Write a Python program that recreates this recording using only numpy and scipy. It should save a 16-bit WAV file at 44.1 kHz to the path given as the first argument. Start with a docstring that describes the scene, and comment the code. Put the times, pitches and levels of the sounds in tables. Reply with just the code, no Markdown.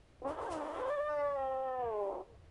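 """A cat gives one long yowl close by in a small room, teased by a hand while it hugs a plush toy.
A hoarse growl breaks upward into a clear wail, which sinks as the mouth closes and ends in a rasp and a faint grunt.
The voice blends sine partials of the pitch, with half multiples for period doubling, and scattered pulses
coloured by the throat. Coloured noise makes the airy hiss, the soft low handling bumps and the room floor."""
import sys
import numpy as np
from scipy import signal
from scipy.fft import rfft, irfft
from scipy.io import wavfile
from scipy.ndimage import uniform_filter1d

SR = 44100
rng = np.random.default_rng(int(sys.argv[2]) if len(sys.argv) > 2 else 0)


def inscribe(sig):
    """Save sig as 16-bit PCM at rate SR to the path in sys.argv[1].

    A 1-D sig is mono; a 2-D sig holds one channel per row.
    Samples are clipped to [-1, 1] before scaling.
    """
    pcm = np.round(np.clip(np.atleast_2d(sig).T, -1, 1) * 32767)
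    wavfile.write(sys.argv[1], SR, pcm.astype(np.int16))


N = 110250
TIME = np.arange(N) / SR

# Colour of the throat, shared by the growl partials and the hoarse pulses: (frequency [Hz], relative level [dB])
THROAT_COLOUR = [(120, -53), (235, -21), (275, -2.5), (370, -1), (550, 5.5), (760, 0), (1000, 0.5),
                 (1250, -6.5), (1480, -18), (1900, -22), (2400, -31.5), (3400, -30.5), (4200, -46.5),
                 (8000, -53.5)]
# Random pitch wander: spread as a share of the pitch, steady and extra when rough, and its corner rate
JITTER, ROUGH_JITTER, JITTER_RATE_HZ = 0.004, .028, 70


def from_db(db):
    """Decibels to amplitude gain."""
    return 10 ** (np.asarray(db) / 20)


def rms_one(x):
    """Scale to unit power."""
    return x / np.sqrt(np.mean(x ** 2) + 1e-20)


def in_time(rows):
    """Draw a control curve at every sample by straight lines between its points."""
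    s, value = np.transpose(rows)
    return np.interp(TIME, np.sort(s), value)


def at_hz(points, hz):
    """Read a colour table on a log-frequency axis."""
    f, db = np.transpose(points)
    return np.interp(np.log(np.maximum(hz, 1)), np.log(f), db)


def drift(rate_hz):
    """Smooth random wander of spread 1: white noise through a two-pole low-pass."""
    r = np.exp(-2 * np.pi * rate_hz / SR)
    wander = signal.lfilter([1], [1, -2 * r, r * r], rng.standard_normal(N + SR))
    return rms_one(wander[SR:])  # drop the filter's first second


def colour(x, points):
    """Causal (minimum-phase) filter with the given colour; unit power."""
    size = 2 * N
    cepstrum = irfft(np.log(from_db(at_hz(points, np.arange(N + 1) * SR / size))))
    # Folding the cepstrum onto its causal half gives the minimum phase
    cepstrum[1:N] *= 2
    cepstrum[N + 1:] = 0
    response = np.exp(rfft(cepstrum))
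    return rms_one(irfft(rfft(x, size) * response)[:N])


def noise(points):
    """Coloured noise of unit power."""
    return colour(rng.standard_normal(N), points)


def room_floor():
    """Steady room noise, weighted to the bass."""
    # Colour of the room noise: (frequency [Hz], relative level [dB])
    floor_colour = [(20, 2), (45, 6), (120, -5), (200, -12), (320, -10.5), (550, -9.5), (900, -18),
                    (2000, -23), (4000, -29), (10000, -41.5)]
    floor_db = -62.5
    return from_db(floor_db) * noise(floor_colour)


def handling():
    """Soft low swells as the hands move: bass noise under bell-shaped power curves."""
    # Bumps: (centre time [s], peak level [dB], time for the power to fall to 1/e [s])
    bumps = [(0.281, -55, .06), (0.423, -56, 0.03), (0.539, -52.5, 0.03), (0.842, -59.5, 0.058),
             (1.338, -60, 0.21), (1.852, -53.5, 0.042), (2.354, -57, 0.044), (2.44, -62.5, 0.099)]
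    # Colour of the bumps: (frequency [Hz], relative level [dB])
    bump_colour = [(20, -16), (40, -19), (58, -1), (78, 3.5), (98, -3), (140, -6), (220, -17), (400, -20.5),
                   (1500, -61)]
    power = sum(from_db(db) ** 2 * np.exp(-((TIME - s) / length) ** 2) for s, db, length in bumps)
    return np.sqrt(power) * noise(bump_colour)


def hiss():
    """Bright turbulent air, strongest during the growl."""
    # Hiss before the overall lift: (time [s], level [dB])
    hiss_level = [(0.25, -86), (0.29, -62.5), (0.37, -79.5), (0.43, -64.5), (0.49, -70.5), (0.522, -52.5),
                  (0.55, -59.5), (0.6, -69.5), (0.81, -68.5), (0.84, -77), (0.89, -66), (0.93, -72.5),
                  (1.3, -77), (1.85, -86), (2.05, -77.5), (2.3, -89)]
    # Colour of the hiss: (frequency [Hz], relative level [dB])
    hiss_colour = [(1500, -1), (2800, 5), (4200, 0), (6500, -0.5), (9500, -0.5), (11000, -5.5)]
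    lift_db = 2
    return from_db(in_time(hiss_level) + lift_db) * noise(hiss_colour)


def squeak():
    """A brief rising whistle in the throat as the snarl drops into the growl: one jittered sine."""
    # Whistle: (time [s], pitch before jitter [Hz], level [dB])
    whistle = [(0.449, 1430, -75), (.465, 1518, -51), (0.479, 1604, -46.5), (0.499, 1590, -67)]
    s, hz, db = np.transpose(whistle)
    pitch = np.interp(TIME, s, hz) * (1 + JITTER * drift(JITTER_RATE_HZ))
    sounding = (TIME > s[0]) * (TIME < s[-1])
    level = from_db(np.interp(TIME, s, db)) * sounding
    return level * np.sin(2 * np.pi * np.cumsum(pitch) / SR)


def mouth_db(hz, lift_db):
    """Closing the mouth dulls the overtones and leaves a resonance near 1 kHz; a narrow dip stays in place."""
    # How the mouth's lift spreads over the spectrum: (frequency [Hz], share of the lift [factor])
    mouth_share = [(280, -0.084), (420, -0.31), (620, -0.35), (830, -0.73), (1080, -0.6), (1400, 0.72),
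                   (1800, 0.3), (6000, 0.044)]
    # Overtones fade as they glide through this dip
    notch_hz, notch_width_hz, notch_db = 2100, 50, -16
    notch = notch_db * np.exp(-((hz - notch_hz) / notch_width_hz) ** 2)
    return lift_db * at_hz(mouth_share, hz) + notch


def strength(partials, multiple):
    """Gain of one partial against the register's strongest; zero if the register lacks it."""
    multiples, db = np.transpose(partials)
    present = np.round(2 * multiples) == 2 * multiple
    return np.sum(from_db(db - db.max()) * present)


def clean_tone(pitch, cycles, lift_db, rough, count=20):
    """Whole and half multiples of the pitch, blended between registers; halves mean every second cycle differs."""
    # Register of the folds: (time [s], register [0 growl, 1 plain, 2 split, 3 doubled])
    register_curve = [(.88, 0), (.91, 1), (1.08, 1), (1.10, 2), (1.21, 2), (1.26, 1.45), (1.35, 1.6),
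                      (1.372, 3), (2.1, 3), (2.22, 2.3)]
    # Partials of three registers: (multiple of the pitch [factor], relative level [dB])
    plain = [(1, 0), (2, -7.5), (3, -17), (4, -33), (5, -37), (6, -36), (7, -45)]
    split = [(0.5, -23), (1, 0), (1.5, -10.5), (2, -10), (2.5, -17), (3, -21), (3.5, -19), (4, -35),
             (4.5, -35), (5, -43), (6, -46), (6.5, -44), (7.5, -45), (8, -43), (9, -41), (10, -45)]
    doubled = [(0.5, -23), (1, 0), (1.5, -3), (2, -12.5), (2.5, -13.5), (3, -32), (3.5, -18), (4, -41),
               (4.5, -37), (5, -34), (5.5, -38), (6, -36), (6.5, -44), (7, -46)]
    # Each partial flutters on its own, more when rough
    flutter_db, rough_flutter_db, flutter_rate_hz = 1.6, 1.8, 14
    register = np.clip(in_time(register_curve), 0, 3)
    out, power = 0, 0
    for k in range(1, count + 1):
        hz = pitch * k / 2
        growl_gain = from_db(at_hz(THROAT_COLOUR, hz)) * (k % 2 == 0)  # whole multiples only
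        gains = [growl_gain] + [strength(partials, k / 2) for partials in (plain, split, doubled)]
        gain = sum(g * np.maximum(1 - np.abs(register - i), 0) for i, g in enumerate(gains))
        flutter = (flutter_db + rough_flutter_db * rough) * drift(flutter_rate_hz)
        gain = gain * from_db(mouth_db(hz, lift_db) + flutter)
        out = out + gain * np.cos(np.pi * k * cycles + 2 * np.pi * rng.random())
        power = power + gain ** 2 / 2
    return out / np.sqrt(power)


def hoarse_tone(cycles, lift_db):
    """Uneven slaps of the folds and puffs of air ring in the throat; the level is evened out."""
    # Pulse timing spread [cycles], pulse level spread [dB], air against the pulses [amplitude factor]
    pulse_scatter, pulse_spread_db, breath_share = .19, 1, .5
    air = rms_one(rng.standard_normal(N) * (1 + np.cos(2 * np.pi * cycles)))
    chance = rng.standard_normal((N // 20, 2))[:int(cycles[-1])]  # one row per cycle
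    moments = np.arange(len(chance)) + pulse_scatter * chance[:, 0]
    at = np.interp(moments, cycles, np.arange(N)).astype(int)
    pulses = np.bincount(at, from_db(pulse_spread_db * chance[:, 1]), N)
    rest = colour(rms_one(pulses) + breath_share * air, THROAT_COLOUR)
    out = 0
    # Peel off bands from the bottom, each with the mouth's gain at one frequency: (that frequency, upper edge) in Hz
    for hz, edge in ((600, 750), (850, 1000), (1300, 1200), (1800, 1500)):
        low = signal.sosfiltfilt(signal.butter(6, edge, fs=SR, output="sos"), rest)
        out = out + low * from_db(mouth_db(hz, lift_db))
        rest = rest - low
    out = out + rest * from_db(lift_db)
    return out / np.sqrt(uniform_filter1d(out ** 2, size=300) + 1e-12)


def rattle(rough):
    """Loose tissue in the throat beats unevenly on the level of the hoarse voice."""
    rate_hz, wander, full_depth = 77, .15, .22
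    turns = np.cumsum(rate_hz * (1 + wander * drift(rate_hz / 2))) / SR
    depth = full_depth * rough
    return (1 + depth * np.cos(2 * np.pi * turns)) / np.sqrt(1 + depth ** 2 / 2)


def lips(x):
    """Shut lips pass only the lowest resonance; the rest comes through as they part."""
    # Parting of the lips, as gain of all above the lowest resonance: (time [s], level [dB])
    parting = [(.215, -27), (.24, -6), (.255, 0), (2.21, 0.5), (2.29, -11)]
    shut_lips_hz = 610
    low = signal.sosfiltfilt(signal.butter(4, shut_lips_hz, fs=SR, output="sos"), x)
    return low + (x - low) * from_db(in_time(parting))


def yowl():
    """One voice that passes between hoarse and clean; hoarseness also shakes pitch and level."""
    # Pitch of the vocal folds before jitter, part by part: (time [s], pitch [Hz])
    snarl_pitch = [(.21, 243.9), (.252, 260.9), (.268, 282.8), (.285, 269.7), (.31, 306.8), (.38, 323.6),
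                   (.41, 337.6), (.43, 437), (.465, 474)]
    growl_pitch = [(.49, 378.9), (.515, 342), (.55, 324.5), (.6, 304), (.645, 286), (.67, 320.8),
                   (.70, 292.7), (.74, 332.5), (.78, 330)]
    wail_pitch = [(.80, 478), (.825, 527), (.84, 488), (.862, 548), (.888, 508), (.902, 580), (.925, 578),
                  (.95, 601), (.985, 553), (1.01, 590), (1.09, 602), (1.2, 580), (1.355, 562), (1.38, 542),
                  (1.48, 529), (1.66, 525), (1.81, 500), (1.945, 422), (2.0, 414), (2.07, 392)]
    rasp_pitch = [(2.10, 394.8), (2.15, 355.6), (2.19, 357.9), (2.22, 384.1), (2.29, 480), (2.36, 434.5)]
    # Vocal effort of the call and of the closing grunt, ahead of the lips: (time [s], level [dB])
    call_effort = [(0.21, -86), (0.22, -39.5), (0.243, -45), (0.254, -34.5), (0.31, -36.5), (0.33, -43.5),
                   (0.357, -47.5), (0.39, -39), (0.49, -40.5), (0.525, -38), (0.73, -42), (0.82, -37.5),
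                   (0.92, -35.5), (0.965, -38.5), (1.0, -34), (1.03, -38), (1.11, -35.5), (1.17, -36),
                   (1.26, -34), (1.3, -36.5), (1.76, -39), (1.81, -35.5), (1.9, -36), (1.94, -37),
                   (2.03, -35.5), (2.215, -43), (2.24, -61.5)]
    grunt_effort = [(2.273, -62), (2.30, -56.5), (2.354, -56), (2.38, -92), (2.5, -95)]
    # Irregular pulses against the clean tone: (time [s], level [dB])
    hoarseness = [(.22, -2), (.26, -9), (.31, -6), (.36, 4), (.44, 2), (.52, -8), (.58, -4), (.66, -2),
                  (.70, -6), (.78, 2), (.82, -6), (.89, -6), (.935, -22), (.99, -20), (1.06, -35),
                  (1.75, -29), (1.82, -21), (1.98, -24), (2.095, -8), (2.12, 2), (2.17, -1), (2.22, -5)]
    # Mouth opening, as lift of the overtones: (time [s], level [dB])
    mouth_lift = [(.22, -9.5), (.27, -1.5), (.33, 4.5), (.47, -0.5), (.52, 2.5), (.58, 2.5), (.78, 7),
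                  (.86, 3.5), (.95, 2.5), (1.15, 0.5), (1.3, -5), (1.4, -1.5), (1.65, -3), (1.8, -5.5),
                  (1.92, -11), (2.05, -14.5), (2.2, -11)]
    # Breathiness against the tone: (time [s], level [dB])
    breathiness = [(1.05, -39), (1.7, -41.5), (1.85, -29), (2.1, -35.5)]
    # Colour of the breath: (frequency [Hz], relative level [dB])
    breath_colour = [(300, -16), (900, 3), (1800, 3.5), (2600, 0), (3400, -7.5), (4200, -27.5),
                     (9000, -28.5)]
    # Fast level wander of the clean tone; unsteady is the share that stays in the clear wail
    shimmer, shimmer_rate_hz, unsteady = 0.095, 160, 0.12

    hoarse = from_db(in_time(hoarseness))
    # Equal-power shares of the two tones
    rough = hoarse / np.hypot(1, hoarse)
    clean = 1 / np.hypot(1, hoarse)
    pitch = in_time(list(snarl_pitch) + list(growl_pitch) + list(wail_pitch) + list(rasp_pitch))
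    pitch = pitch * (1 + (JITTER + ROUGH_JITTER * rough) * drift(JITTER_RATE_HZ))
    cycles = np.cumsum(pitch) / SR
    lift_db = in_time(mouth_lift)
    effort = from_db(in_time([(.19, -100)] + list(call_effort) + list(grunt_effort)))
    tone = clean_tone(pitch, cycles, lift_db, rough)
    tone = tone * (1 + shimmer * (rough + unsteady) * drift(shimmer_rate_hz))
    voice = (clean * tone + rough * hoarse_tone(cycles, lift_db)) * rattle(rough)
    breath = from_db(in_time(breathiness)) * noise(breath_colour)
    return effort * lips(voice + breath)


def room(x):
    """The short tail of a furnished room: the sound convolved with decaying coloured noise."""
    # Tail against the direct sound; the toy shields the mouth's overtones: (frequency [Hz], level [dB])
    tail_colour = [(560, -16), (1100, -10), (1800, -4), (3500, -5), (9000, -8)]
    t60_s, gap_s = .25, .003
    tail = noise(tail_colour) * from_db(-60 * TIME / t60_s) * (TIME > gap_s)
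    # Scale the tail's energy to the mean power of its colour
    power = np.mean(from_db(at_hz(tail_colour, np.linspace(0, SR / 2, N))) ** 2)
    return signal.fftconvolve(x, tail * np.sqrt(power / np.sum(tail ** 2)))[:N]


def scene():
    """The cat in its room, over bumps and room noise."""
    cat = yowl() + squeak() + hiss()
    return (cat + room(cat) + handling() + room_floor())[None]


def record(dry):
    """A steep elliptic low-pass cuts the top."""
    cutoff_hz = 10900
    return signal.sosfilt(signal.ellip(10, .2, 60, cutoff_hz, fs=SR, output="sos"), dry)


dry = scene()
out = record(dry)
inscribe(out)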